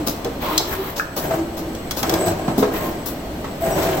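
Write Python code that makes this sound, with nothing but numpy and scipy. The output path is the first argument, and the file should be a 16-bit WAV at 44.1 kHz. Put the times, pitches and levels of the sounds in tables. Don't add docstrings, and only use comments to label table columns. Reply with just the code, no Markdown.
import sys
import numpy as np
from scipy import signal
from scipy.fft import rfft, irfft, next_fast_len
from scipy.io import wavfile
from scipy.ndimage import uniform_filter1d, map_coordinates

SR = 44100
rng = np.random.default_rng(int(sys.argv[2]) if len(sys.argv) > 2 else 0)


def generate_wav(sig):
    pcm = np.round(np.clip(np.atleast_2d(sig).T, -1, 1) * 32767).astype(np.int16)
    wavfile.write(sys.argv[1], SR, pcm)


N = 176400

# start_s, length_s, rumble_db, hum_db
SERVO_MOVES = [(-.1, 0.098, -26.5, -22.5), (0.485, 0.34, -38, -25.5), (1.201, 0.14, -25, -39),
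               (1.328, 0.081, -27, -19.5), (1.506, 0.22, -38, -30.5), (2.041, 0.27, -21, -27),
               (2.363, 0.571, -29.5, -33), (3.617, 0.17, -22.5, -38.5), (3.749, 0.31, -22, -28)]
# frequency_hz, level_db
RUMBLE_SPECTRUM = [(30, -18.5), (175, 0.5), (240, -15.5), (380, 0.5), (490, -7.5), (620, 1.5), (1050, -13),
                   (1600, -20), (4000, -27.5), (15000, -34.5)]
# time_s, pitch_hz
HUM_GLIDE = [(0.501, 297.3), (0.798, 389.5), (1.248, 327.4)]
# start_s, length_s, sing_db, whine_db
FAST_RUNS = [(1.301, 0.032, -22, -44), (2.18, 0.12, -26.5, -35.5), (3.61, 0.054, -21, -38.5),
             (3.66, 0.092, -36, -38), (3.78, .2, -28, -57)]
MOVE_RISE_S, MOVE_FALL_S, WHINE_FALL_S = 0.034, 0.048, 0.011
SING_HZ, WHINE_HZ, IDLE_WHINE_DB, WHINE_SHARE_DB = 654, 8000, -54, -24.5

# start_s, body_db, spit_db
VALVE_PUFFS = [(0.063, -24, -21.5), (.958, -22, -23.5), (1.16, -23.5, -19.5), (1.564, -33, -29.5),
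               (1.964, -26, -23), (2.254, -30, -25.5), (2.574, -27.5, -24.5), (3.055, -30.5, -21.5),
               (3.818, -27.5, -25)]
# frequency_hz, level_db
PUFF_SPECTRUM = [(70, -7), (220, 17), (1100, 12.5), (2200, -0.5), (5500, 6.5), (8000, -3), (13000, -11)]
# frequency_hz, level_db
SPIT_SPECTRUM = [(3000, -39), (9000, -4.5), (14000, 3)]

# start_s, ring_db, clatter_db, centre_hz (of the modes excited)
FRAME_BLOWS = [(0.067, -23, -43, 167), (0.25, -15.5, -29, 440), (.597, -13, -29, 560),
               (1.166, -19.5, -26.5, 606), (1.307, -16, -21, 670), (2.03, -24.5, -20.5, 282),
               (2.477, -11.5, -23.5, 169.6), (2.507, -21, -49, 750), (2.578, -10, -40, 240),
               (2.624, -7.5, -17, 393), (3.441, -27, -27, 304)]
# pitch_hz, level_db, t60_s
FRAME_MODES = [(141.7, -1.5, 0.13), (205.3, 0.5, 0.15), (266, -2.5, 0.2), (409.3, 0.5, 0.23),
               (479, -3.5, 0.19), (637, -1, 0.12), (750, 3.5, 0.09), (892, 5.5, .07)]
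# frequency_hz, level_db
CLATTER_SPECTRUM = [(200, -34), (650, 14), (1050, 12.5), (2000, -0.5), (5000, -10), (12000, -19)]
BLOW_SPREAD_OCT = 0.96

# start_s, level_db
GRIPPER_TICKS = [(0.246, -23.5), (0.5787, -5), (1.7498, -30), (1.9095, -16), (1.9168, -23), (2.0298, -15),
                 (2.0945, -14.5), (2.1385, -17)]
# frequency_hz, level_db
TICK_SPECTRUM = [(120, -23), (1200, 1), (3000, -2), (5500, 1.5), (9000, -5.5), (13500, 1)]
# pitch_hz, level_db, t60_s
JAW_MODES = [(3345, 1, .06), (4100, -5, .07), (5160, -1, .055), (6100, -2, .06)]

# start_s, length_s, level_db
SLIDE_RUNS = [(.40, 0.16, -26), (.6, 0.26, -29), (2.72, 0.069, -37)]
# frequency_hz, level_db
ROLL_SPECTRUM = [(150, -38), (500, 1), (800, 2.5), (1100, 3.5), (1600, -11), (3600, -8), (12000, -44)]
# start_s, length_s, level_db, pitch_hz
GUIDE_SQUEALS = [(0.454, 0.044, -26, 1065), (2.783, 0.092, -34, 1057), (3.714, 0.014, -30, 5740)]
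# pitch_hz, level_db, t60_s
STEEL_MODES = [(3504, -1, 0.04), (3967, 1.5, 0.065), (4956, 1.5, 0.05), (6000, 0, .05), (7200, -3, 0.035)]
# pitch_hz, level_db, t60_s
PLASTIC_MODES = [(1230, -8, 0.12), (1420, 2, 0.045), (1830, -2, 0.069), (2500, -5, 0.04)]
STEEL_HIT, PLASTIC_HIT = (0.578, -1.5), (0.9965, -9)  # start_s, level_db

# start_s, length_s, level_db
CYLINDER_VENTS = [(.405, 0.22, -26.5), (.6, 0.298, -25), (1.2, 0.16, -27), (2.0, .22, -31),
                  (2.715, 0.18, -29), (3.6, 0.37, -28.5)]
# frequency_hz, level_db
VENT_SPECTRUM = [(500, 6.5), (2000, -2.5), (4000, -13), (7000, -15), (10500, -13), (12500, -2.5)]

# start_s, length_s, level_db
HEAD_RATTLES = [(2.735, 0.032, -30.5), (3.755, 0.18, -33)]
# frequency_hz, level_db
RATTLE_SPECTRUM = [(500, -10), (1900, 1.5), (9000, -18)]

# frequency_hz, level_db
SHOP_SPECTRUM = [(20, -7), (60, 0.5), (100, -4.5), (190, -2), (310, -1), (480, -6.5), (680, -4),
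                 (1000, -15.5), (3000, -23.5), (9000, -35), (13000, -29.5)]
# frequency_hz, t60_s
ROOM_DECAY = [(150, 0.43), (1000, 0.6), (14000, 0.3)]
SHOP_DB, ROOM_DB = -28.5, -8.5

# frequency_hz, correlation
PORT_LIKENESS = [(250, 0.98), (600, 0.78), (1200, 0.22), (2500, 0.034)]
# frequency_hz, gain_db
PORT_NOTCH = [(8100, 0), (8800, -11), (9500, -7), (11000, 1)]
# frequency_hz, gain_db
RIGHT_PORT_RESPONSE = [(300, 0.5), (700, -1), (8100, 0.5), (10500, -9), (15000, -19)]
LIMIT_DB, RECOVER_DB_PER_S, TOP_HZ = -8.5, 4.5, 15850


def amp(db):
    return 10 ** (np.asarray(db) / 20)


def unit(x):
    return x / np.sqrt(np.mean(x ** 2) + 1e-20)


def along(points, hz):
    freqs, values = np.transpose(points)
    return np.interp(np.log(hz + 1), np.log(freqs + 1), values)


def filtered(x, response):
    size = next_fast_len(N + 8192)
    return irfft(rfft(x, size) * response(np.fft.rfftfreq(size, 1 / SR)), size)[..., :N]


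def stereo_angle(hz):
    return np.arccos(np.clip(along(PORT_LIKENESS, hz), -1, 1)) / 2


def mid_side(hz):
    return np.array([np.cos(stereo_angle(hz)), np.sin(stereo_angle(hz))])


def rush(spectrum, ripple_db=3, ripple_hz=34.96):
    def colour(hz):
        ripple = map_coordinates(rng.standard_normal(4096), [hz / ripple_hz], mode="wrap")
        ripple *= np.clip(hz / 1500, 0, 1)
        return amp(along(spectrum, hz) + ripple_db * ripple) * mid_side(hz)
    mid, side = filtered(rng.standard_normal((2, N)), colour)
    return unit(np.array([mid + side, mid - side]))


def wobble(rate):
    return map_coordinates(rng.standard_normal(4096), [np.arange(N) * rate / SR], mode="wrap")


def gate(start, length, db, rise_s, fall_s):
    t = np.arange(N) / SR - start
    return amp(db) * np.clip(t / rise_s, 0, 1) * np.exp(-np.clip((t - length) / fall_s, 0, 20))


def gates(rows, rise_s, fall_s, column=2):
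    return np.sqrt(sum(gate(row[0], row[1], row[column], rise_s, fall_s) ** 2 for row in rows))


def tone(hz, width_hz, flutter_db):
    phase = 2 * np.pi * np.cumsum(hz + width_hz / 2 * wobble(60)) / SR
    return unit(np.sin(phase) * amp(flutter_db * wobble(35)))


def ring(modes, blows, attack_s, rough):
    out, t = np.zeros((2, N + SR)), np.arange(SR // 2) / SR
    rms = np.sqrt(sum(amp(level) ** 2 for _, level, _ in modes) / 2)
    for start, db in blows:
        body = 0
        for hz, level, t60 in modes:
            port_phase = stereo_angle(hz) * rng.choice([-1, 1]) * np.array([[1], [-1]])
            drift = rough * hz * np.cumsum(wobble(hz / 10)[:len(t)]) / SR
            decay = amp(level + rng.normal(0, 2) - 60 * t / t60)
            body += decay * np.sin(2 * np.pi * (hz * t + drift + rng.random()) + port_phase)
        out[:, round(start * SR):][:, :len(t)] += amp(db) * body / rms * (1 - np.exp(-t / attack_s))
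    return out[:, :N]


def screw_drives():
    return gates(SERVO_MOVES, MOVE_RISE_S, MOVE_FALL_S) * rush(RUMBLE_SPECTRUM) * amp(2 * wobble(90))


def motors():
    pitch = np.interp(np.arange(N) / SR, *np.transpose(HUM_GLIDE))
    hum = gates(SERVO_MOVES, MOVE_RISE_S, MOVE_FALL_S, column=3)
    hum *= tone(pitch, width_hz=13.9, flutter_db=3.5)
    sing = gates(FAST_RUNS, rise_s=0.013, fall_s=0.038) * tone(SING_HZ, width_hz=28.66, flutter_db=1)
    load = amp(WHINE_SHARE_DB) * gates(SERVO_MOVES, MOVE_RISE_S, WHINE_FALL_S)
    surge = gates(FAST_RUNS, MOVE_RISE_S, WHINE_FALL_S, column=3)
    whine_level = np.sqrt(load ** 2 + surge ** 2 + amp(IDLE_WHINE_DB) ** 2)
    whine = [tone(WHINE_HZ, width_hz=8.23, flutter_db=1.5) * amp(4.7 * wobble(420)) for port in range(2)]
    return hum + sing + whine_level * np.array(whine)


def valves():
    body = spit = 0
    for start, body_db, spit_db in VALVE_PUFFS:
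        puff = gate(start, length=0.0315, db=0, rise_s=0.0075, fall_s=0.018)
        body += amp(body_db) * puff
        spit += amp(spit_db) * puff
    return (body * rush(PUFF_SPECTRUM) + spit * rush(SPIT_SPECTRUM)) * amp(1.5 * wobble(300))


def frame_thumps():
    clatter = ringing = 0
    for start, ring_db, clatter_db, centre_hz in FRAME_BLOWS:
        clatter += gate(start, 0.0066, clatter_db, rise_s=0.0035, fall_s=0.023)
        modes = [(hz, level - 10 * abs(np.log2(hz / centre_hz)) / BLOW_SPREAD_OCT, t60)
                 for hz, level, t60 in FRAME_MODES]
        ringing += ring(modes, [(start, ring_db)], attack_s=0.0025, rough=0.028)
    return clatter * rush(CLATTER_SPECTRUM) + ringing


def grippers(jaw_db=-8):
    cracks = sum(gate(start, 0.0026, db, rise_s=0.00034, fall_s=0.0037) for start, db in GRIPPER_TICKS)
    jaws = ring(JAW_MODES, GRIPPER_TICKS, attack_s=0.0003, rough=0.022)
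    return cracks * rush(TICK_SPECTRUM) + amp(jaw_db) * jaws


def slides():
    rolling = gates(SLIDE_RUNS, rise_s=0.03, fall_s=0.081) * rush(ROLL_SPECTRUM)
    squeals = 0
    for start, length, db, hz in GUIDE_SQUEALS:
        rub = gate(start, length, db, rise_s=0.03, fall_s=0.011)
        squeals += rub * tone(hz, width_hz=0.0288 * hz, flutter_db=1)
    steel = ring(STEEL_MODES, [STEEL_HIT], attack_s=0.0006, rough=0.081)
    plastic = ring(PLASTIC_MODES, [PLASTIC_HIT], attack_s=0.0004, rough=0.08)
    return rolling + squeals + steel + plastic


def cylinders():
    hiss = gates(CYLINDER_VENTS, rise_s=0.019, fall_s=0.02) * rush(VENT_SPECTRUM)
    return hiss * amp(2.44 * wobble(24.55) + 2.2 * wobble(170))


def capping_head():
    chatter = unit(rush(RATTLE_SPECTRUM) * amp(5 * wobble(350)))
    return gates(HEAD_RATTLES, rise_s=0.019, fall_s=0.02) * chatter


def room(x):
    hz, t, noise = signal.stft(rng.standard_normal((2, SR * 3 // 4)), SR, nperseg=256)
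    decay = amp(-60 * t / along(ROOM_DECAY, hz)[:, None])
    tail = signal.istft(noise * decay, SR, nperseg=256)[1]
    mid, side = filtered(tail, mid_side)[:, :tail.shape[1]]
    response = np.array([mid + side, mid - side]) / np.linalg.norm(mid + side)
    delayed = np.pad(response, ((0, 0), (300, 0)))
    return signal.fftconvolve(x, delayed, axes=1)[:, :N]


def gain_control(x):
    power = np.abs(uniform_filter1d(np.mean(x ** 2, axis=0), size=176))
    over_db = np.maximum(10 * np.log10(power + 1e-12) - LIMIT_DB, 0)
    climb_db = RECOVER_DB_PER_S * np.arange(N) / SR
    return x * amp(climb_db - np.maximum.accumulate(over_db + climb_db))


def scene():
    machine = screw_drives() + valves() + frame_thumps() + grippers()
    machine += slides() + cylinders() + capping_head()
    return machine + motors() + amp(ROOM_DB) * room(machine) + amp(SHOP_DB) * rush(SHOP_SPECTRUM)


def record(dry):
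    def ports(hz):
        right = amp(along(RIGHT_PORT_RESPONSE, hz))
        return amp(along(PORT_NOTCH, hz)) * np.array([np.ones_like(hz), right])
    return filtered(gain_control(filtered(dry, ports)), lambda hz: hz < TOP_HZ)


dry = scene()
out = record(dry)
generate_wav(out)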